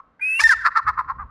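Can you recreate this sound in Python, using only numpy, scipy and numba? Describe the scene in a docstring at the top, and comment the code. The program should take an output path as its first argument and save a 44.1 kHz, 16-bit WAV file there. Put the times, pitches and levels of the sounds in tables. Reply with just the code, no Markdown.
"""On a dirt track between echoing walls, a partridge calls a few metres from a phone: a thin rising whistle,
a cracked break, a loud held note, a falling note that splits into a rattle, then six hoarse, fading clucks.
The sung notes are stacks of sine partials with noise for breath; the clucks are uneven pulses ringing
throat and beak. Wind rumbles on the microphone over a faint steady floor, both shaped noise,
and the echo of an earlier call, fading bands of noise, dies away at the start."""
import sys
import numpy as np
from scipy import signal
from scipy.fft import rfft, irfft
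from scipy.io import wavfile
from numba import njit

SR = 44100
rng = np.random.default_rng(int(sys.argv[2]) if len(sys.argv) > 2 else 0)


def generate_wav(sig):
    """Save sig (samples, or channels by samples) to the path in sys.argv[1] as 16-bit PCM at SR."""
    pcm = np.round(np.clip(np.atleast_2d(sig).T, -1, 1) * 32767).astype(np.int16)
    wavfile.write(sys.argv[1], SR, pcm)


N = 57330  # samples, 1.3 s

# Echo of an earlier call, by band: (centre [Hz], width [Hz], level [dB])
EARLIER_BANDS = [(1095, 170, -6), (1300, 67, -8), (800, 67, -22)]
# A slow and a fast decay, added: start level [dB] and time to fall 60 dB [s]
EARLIER_DB, EARLIER_T60_S, EARLIER_END_DB, EARLIER_END_T60_S = -51.5, 0.59, -23, 0.022
# Wind gusts: (time [s], level [dB])
WIND_LEVEL = [(0.0, -69), (0.024, -65.5), (0.288, -71), (0.368, -97), (0.438, -37), (0.542, -62.5),
              (0.572, -47.5), (0.68, -58.5), (0.702, -50.5), (0.792, -72), (0.868, -35.5), (0.944, -46.5),
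              (0.984, -45.5), (1.024, -49), (1.064, -43), (1.096, -49), (1.244, -39), (1.3, -50.5)]
# Wind rumble, relative mix of bands: (centre [Hz], width [Hz], level [dB])
WIND_BANDS = [(58, 40, 7), (108, 76, -2.5), (170, 200, -18), (296, 600, -15)]
# Relative spectrum of the steady floor: (frequency [Hz], density [dB per Hz])
FLOOR_SPECTRUM = [(88, -44.5), (150, 1), (310, -0.5), (355, -7.5), (482, 0), (855, -4), (1350, -3),
                  (1610, -9), (14500, -56)]
FLOOR_DB = -65  # rms

# Rising whistle: (time [s], pitch [Hz], level [dB])
WHISTLE_LINE = [(0.2, 2255, -76), (0.214, 2389, -32.5), (0.226, 2437, -21.5), (0.256, 2528, -21.5),
                (0.334, 2622, -21), (0.392, 2778, -23.5), (0.402, 2780, -25)]
WHISTLE_OCTAVE_DB = -43  # second partial, relative to the first
# Air hissing past the whistle: (centre [Hz], width [Hz], level [dB])
WHISTLE_AIR_BANDS = [(1550, 150, -50.5), (2034, 203, -47)]
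AIR_ON_S, AIR_OFF_S, AIR_RISE_S = .193, .40, 0.0041
# Higher hiss, levels at full growth: (centre [Hz], width [Hz], level [dB])
WHISTLE_HISS_BANDS = [(4260, 900, -64.5), (6100, 2200, -59), (9690, 2100, -44.5), (12000, 2000, -60)]
HISS_START_DB, HISS_ON_S = -15.5, 0.21

# Short notes: two faint ticks as the whistle starts, then the notes where the voice cracks;
# pitch glides to a turning point and eases back a little:
# (start [s], length [s], start pitch [Hz], turning pitch [Hz], 1st partial [dB], 2nd [dB],
# hump of the upper partials [dB])
SHORT_NOTES = [(0.194, 0.0077, 1493, 1593, -48, -81, -78.5), (.194, 0.018, 899, 893, -54.5, -87.5, -94),
               (0.392, 0.014, 1035, 1172, -22, -16, -39.5),
               (0.402, 0.0095, 1700, 1710, -11.5, -31.5, -26.5),
               (0.412, 0.0067, 1305, 1249, -21, -24, -34.5), (0.415, 0.021, 895, 896.4, -27.5, -25, -45),
               (0.468, 0.021, 995, 895, -36, -27.5, -60.5)]
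SHORT_ROUGHNESS = .2  # depth of the level wobble
UPPER_TILT_DB_PER_KHZ, UPPER_PEAK_HZ = -3, 5000

# Echoes off the walls: (delay [s], level [dB])
WALL_SLAPS = [(0.054, -25), (0.062, -48), (.099, -22), (0.11, -38.5), (.128, -23), (.16, -33.5)]
ECHO_HZ, ECHO_WIDTH_HZ = 1600, 4300
TAIL_DB, TAIL_T60_S, TAIL_START_S = -18.5, 0.64, 0.045

# Breath under the loud notes: (time [s], level [dB])
BREATH_LEVEL = [(.386, -62), (.396, -38), (.41, -23.5), (.43, -33), (.439, -23.5), (.444, -42.5),
                (.468, -46.5), (.474, -32.5), (.487, -34), (.494, -30.5), (.501, -40), (.515, -26.5),
                (.528, -33.5), (.54, -48), (.55, -75.5)]
# Relative mix of breath bands: (centre [Hz], width [Hz], level [dB])
BREATH_BANDS = [(1473, 870, -3), (5020, 3000, -2), (9300, 1900, -13.5), (13500, 2500, -29)]

# Loud held note: (time [s], pitch [Hz], level of the fundamental [dB])
HELD_LINE = [(.433, 1825, -51), (.440, 1868, -5), (.447, 1811, -8.5), (.468, 1783, -7.5),
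             (.473, 1837, -14.5), (.477, 1835, -41.5)]
# 2nd to 7th partials of the held note, relative to its fundamental: (level [dB])
HELD_UPPER_DB = [-26, -32.5, -32, -42, -36.5, -54.5]

# Falling note, heard mainly as the third multiple of a slower flutter until it splits:
# (time [s], flutter [Hz], 2nd multiple [dB], 3rd [dB], 4th [dB], 6th [dB], 9th [dB],
# hump of the other multiples [dB])
FALL_LINE = [(.489, 611.4, -58, -44.5, -59.5, -40, -29.5, -62),
             (.494, 604.7, -59.5, -5, -60, -36.5, -38, -50.5),
             (.501, 578.6, -53, -11.5, -64.5, -44, -42, -71), (.510, 536.3, -37.5, -12, -41, -37, -40, -44),
             (.524, 509.1, -23, -11, -21.5, -61, -40.5, -42.5),
             (.531, 464.2, -41.5, -21, -21, -44.5, -49.5, -48),
             (.538, 445, -42, -12, -17, -40.5, -54.5, -46.5),
             (.547, 422, -65, -32.5, -28, -64, -57.5, -75.5)]
FALL_FADE_S = .012

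# Clucks: (centre [s], length [s], level [dB], top pulse rate before jitter [Hz], mid-cluck throat [Hz],
# relative beak resonance [dB], relative treble [dB], relative top hiss [dB])
CLUCK_NOTES = [(0.667, 0.062, -13, 352, 1321, -1.5, -19, -39),
               (0.776, 0.064, -13.5, 450, 1240, -5, -22, -41.5),
               (.888, 0.056, -14.5, 435.6, 1181, -6, -24.5, -41.5),
               (.995, 0.054, -17.5, 356, 1113, -15.5, -31.5, -44),
               (1.102, 0.057, -22.5, 263.1, 1066, -22.5, -32.5, -49),
               (1.213, .072, -29.5, 407, 1083, -27.5, -47, -104.5)]
# Treble resonances of a cluck, relative mix: (centre [Hz], width [Hz], level [dB])
CLUCK_TREBLE_BANDS = [(2600, 190, -12.5), (4370, 1900, -5), (6680, 670, -28)]
RATE_SAG, THROAT_SAG = .28, .12  # fractions, per squared and per plain half length
CLUCK_POINTEDNESS, TREBLE_POINTEDNESS = 1.4, 3.0  # powers of the swell
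BEAK_PEAK_AT, BEAK_SPREAD = -.15, .42  # in half lengths of a cluck from its centre
JITTER, SHIMMER_DB, CLUCK_BREATH_DB = .035, 3.0, -8  # cycle length spread, pulse size spread, breath
THROAT_WIDTH_HZ, BEAK_HZ, BEAK_WIDTH_HZ = 430, 1703, 420
BODY_LOW_HZ, BODY_HIGH_HZ = 888, 1964
TOP_HISS_HZ, TOP_HISS_WIDTH_HZ = 10500, 6000

SIDE_DB, SIDE_LOW_HZ = -11, 5500
CEILING, TOP_HZ = 0.53, 14400  # peak level approached (full scale = 1), upper cutoff


def undb(db):
    """Decibels to amplitude."""
    return 10 ** (np.asarray(db) / 20)


def unit(x):
    """Scale to an rms of one."""
    return x / np.sqrt(np.mean(x ** 2))


def columns(table):
    """Time slice that a table covers, and its columns joined by straight lines over it."""
    table = np.array(table, float)
    span = slice(int(table[0, 0] * SR), min(int(table[-1, 0] * SR), N))
    t = np.arange(N)[span] / SR
    return [span] + [np.interp(t, table[:, 0], column) for column in table.T[1:]]


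@njit
def svf(x, hz, width):
    """State-variable band-pass with a moving centre, gain 1 at the centre."""
    y, band_state, low_state = np.empty(len(x)), 0., 0.
    for i in range(len(x)):
        g, k = np.tan(np.pi * hz[i] / SR), width / hz[i]
        v = (band_state + g * (x[i] - low_state)) / (1 + g * (g + k))
        band_state, low_state, y[i] = 2 * v - band_state, low_state + 2 * g * v, k * v
    return y


def band(x, hz, width):
    """A resonance applied twice."""
    hz = np.clip(hz, 20, .45 * SR) + np.zeros(len(x))
    return svf(svf(x, hz, 1. * width), hz, 1. * width)


def hiss(bands):
    """Unrelated noise bands, each at its own rms level."""
    return sum(undb(db) * unit(band(rng.standard_normal(N), hz, width)) for hz, width, db in bands)


def highpass(x, order, hz):
    """Butterworth high-pass."""
    return signal.sosfilt(signal.butter(order, hz, "highpass", fs=SR, output="sos"), x)


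def stack(hz, named, upper_db, count):
    """Sine partials of a pitch: some with their own rms level, the rest under one broad hump."""
    phase, out = 2 * np.pi * np.cumsum(hz) / SR, 0
    for k in range(1, count + 1):
        hump_db = upper_db + UPPER_TILT_DB_PER_KHZ * np.abs(k * hz - UPPER_PEAK_HZ) / 1000
        db = named.get(k, hump_db)
        out = out + np.sqrt(2) * undb(db) * np.sin(k * phase + k * k)
    return out


def earlier_call():
    """Narrow noise bands under two added exponential decays: the last echo of an earlier call."""
    t = np.arange(N) / SR
    slow = undb(EARLIER_DB - 60 * t / EARLIER_T60_S)
    fast = undb(EARLIER_END_DB - 60 * t / EARLIER_END_T60_S)
    return (slow + fast) * hiss(EARLIER_BANDS)


def wind():
    """Low noise bands swelling and dropping as wind rumbles on the microphone."""
    level = undb(np.interp(np.arange(N) / SR, *np.array(WIND_LEVEL).T))
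    return level * unit(hiss(WIND_BANDS))


def steady_floor():
    """Faint noise shaped by a fixed spectrum, joined along log frequency."""
    hz = np.arange(N // 2 + 1) * SR / N + 1
    corner_hz, corner_db = np.array(FLOOR_SPECTRUM).T
    shape = undb(np.interp(np.log(hz), np.log(corner_hz), corner_db))
    return undb(FLOOR_DB) * unit(irfft(rfft(rng.standard_normal(N)) * shape, N))


def whistle():
    """A near sine that creeps upward, with air hissing beside it and a higher hiss growing through it."""
    t, tone = np.arange(N) / SR, np.zeros(N)
    span, hz, db = columns(WHISTLE_LINE)
    release = np.clip((t[span][-1] - t[span]) / 0.002, 0, 1)  # 2 ms
    tone[span] = release * stack(hz, {1: db, 2: db + WHISTLE_OCTAVE_DB}, 0, count=2)

    def gate(on):
        """Short linear rise at the onset and fall at the common end."""
        return np.clip((t - on) / AIR_RISE_S, 0, 1) * np.clip((AIR_OFF_S - t) / AIR_RISE_S, 0, 1)

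    time_left = np.clip((AIR_OFF_S - t) / (AIR_OFF_S - HISS_ON_S), 0, 1)
    grow = undb(HISS_START_DB * time_left ** 2)
    air = gate(AIR_ON_S) * hiss(WHISTLE_AIR_BANDS)
    return tone + air + gate(HISS_ON_S) * grow * hiss(WHISTLE_HISS_BANDS)


def short_notes():
    """Onset ticks and cracked notes: brief rounded bursts of partials, gliding in pitch and rough in level."""
    out = np.zeros(N)
    for start, length, from_hz, turn_hz, first_db, second_db, upper_db in SHORT_NOTES:
        span, u = columns([(start, 0), (start + length, 1)])
        wobble = 1 + SHORT_ROUGHNESS * unit(band(rng.standard_normal(4096), 400, 600))[:len(u)]
        hz = from_hz + (turn_hz - from_hz) * np.sin(np.pi * u / 1.5)
        tone = stack(hz, {1: first_db, 2: second_db}, upper_db, count=7)
        out[span] += np.sin(np.pi * u) * wobble * tone
    return out


def walls(x):
    """Reflections: a few separate slaps and a thin diffuse tail, both dulled by one broad band-pass."""
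    t = np.arange(N) / SR
    decay = undb(TAIL_DB - 60 * t / TAIL_T60_S) * (t > TAIL_START_S)
    # the divisor offsets the extra energy of a longer decay
    response = decay * rng.standard_normal(N) / np.sqrt(TAIL_T60_S * SR / 14)
    for delay, db in WALL_SLAPS:
        response[int(delay * SR)] += undb(db)
    return svf(signal.fftconvolve(x, response)[:N], ECHO_HZ + np.zeros(N), 1. * ECHO_WIDTH_HZ)


def breath():
    """Broad noise bands under the loud notes, following one level line."""
    out = np.zeros(N)
    span, db = columns(BREATH_LEVEL)
    out[span] = undb(db) * hiss(BREATH_BANDS)[span]
    return out


def held_note():
    """A strong fundamental with six weaker harmonics that share its level line."""
    out = np.zeros(N)
    span, hz, db = columns(HELD_LINE)
    partials = dict(enumerate([0] + HELD_UPPER_DB, 1))
    out[span] = undb(db) * stack(hz, partials, 0, count=7)
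    return out


def falling_note():
    """Multiples of a falling flutter: the third leads, then its neighbours come up and split it to a rattle."""
    out = np.zeros(N)
    span, flutter_hz, *dbs, others_db = columns(FALL_LINE)
    fade = np.clip(np.arange(len(flutter_hz))[::-1] / (FALL_FADE_S * SR), 0, 1)
    multiples = {1: -90, **dict(zip((2, 3, 4, 6, 9), dbs))}
    out[span] = fade * stack(flutter_hz, multiples, others_db, count=20)
    return out


@njit
def pulse_train(hz, stretch, size):
    """A pulse at each wrap of the phase; every cycle has its own length and size."""
    pulses, phase, p, k = np.zeros(len(hz) + 1), np.empty(len(hz)), 0., 0
    for i in range(len(hz)):
        step = hz[i] * stretch[k] / SR
        p += step
        if p >= 1:
            p, k = p - 1, k + 1
            # share the pulse between two samples to place it between them
            pulses[i] += size[k] * p / step
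            pulses[i + 1] += size[k] * (1 - p / step)
        phase[i] = p
    return pulses[:-1], phase


def clucks():
    """Uneven pulses whose rate arches up and down ring throat and beak; puffs of breath follow each pulse."""
    out = np.zeros(N)
    body_edges = signal.butter(3, [BODY_LOW_HZ, BODY_HIGH_HZ], "bandpass", fs=SR, output="sos")
    for centre, length, db, rate_hz, throat_hz, beak_db, treble_db, top_db in CLUCK_NOTES:
        span, u = columns([(centre - length / 2, -1), (centre + length / 2, 1)])
        chance = rng.standard_normal((2, 128))
        puff_noise, air = rng.standard_normal((2, 8192))[:, :len(u)].copy()

        rate = rate_hz * (1 - RATE_SAG * (u - BEAK_PEAK_AT) ** 2)
        pulses, phase = pulse_train(rate, 1 + JITTER * chance[0], undb(SHIMMER_DB * chance[1]))
        puffs = unit(np.exp(-phase / 0.13) * puff_noise)
        voice = unit(pulses) + undb(CLUCK_BREATH_DB) * puffs

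        throat = unit(band(voice, throat_hz * (1 - THROAT_SAG * u), THROAT_WIDTH_HZ))
        beak_swell = np.exp(-((u - BEAK_PEAK_AT) / BEAK_SPREAD) ** 2)
        beak = undb(beak_db) * beak_swell * unit(band(voice, BEAK_HZ, BEAK_WIDTH_HZ))
        body = signal.sosfilt(body_edges, throat + beak)

        source = air + 0.15 * voice
        treble = undb(top_db) * unit(band(air, TOP_HISS_HZ, TOP_HISS_WIDTH_HZ))
        for hz, width, band_db in CLUCK_TREBLE_BANDS:
            treble = treble + undb(band_db + treble_db) * unit(band(source, hz, width))

        swell = np.cos(np.pi * u / 2).clip(0)
        out[span] += undb(db) * (swell ** CLUCK_POINTEDNESS * body + swell ** TREBLE_POINTEDNESS * treble)
    return out


def scene():
    """The bird, its echoes and the background, in stereo that differs only in the treble."""
    call = whistle() + short_notes() + breath() + held_note() + falling_note() + clucks()
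    bird = highpass(call, 3, 650)  # a small body gives no bass
    echoes = walls(bird)
    background = wind() + steady_floor() + earlier_call()
    mid = bird + echoes + background
    side = undb(SIDE_DB) * highpass(np.roll(mid, 90), 6, SIDE_LOW_HZ)  # 90 samples late, about 2 ms
    return np.array([mid + side, mid - side])


def record(dry):
    """The phone rounds the loudest peaks and cuts the top."""
    rounded = dry / (1 + (dry / CEILING) ** 4) ** .25
    return signal.sosfilt(signal.ellip(10, .2, 70, TOP_HZ, fs=SR, output="sos"), rounded)


dry = scene()
out = record(dry)
generate_wav(out)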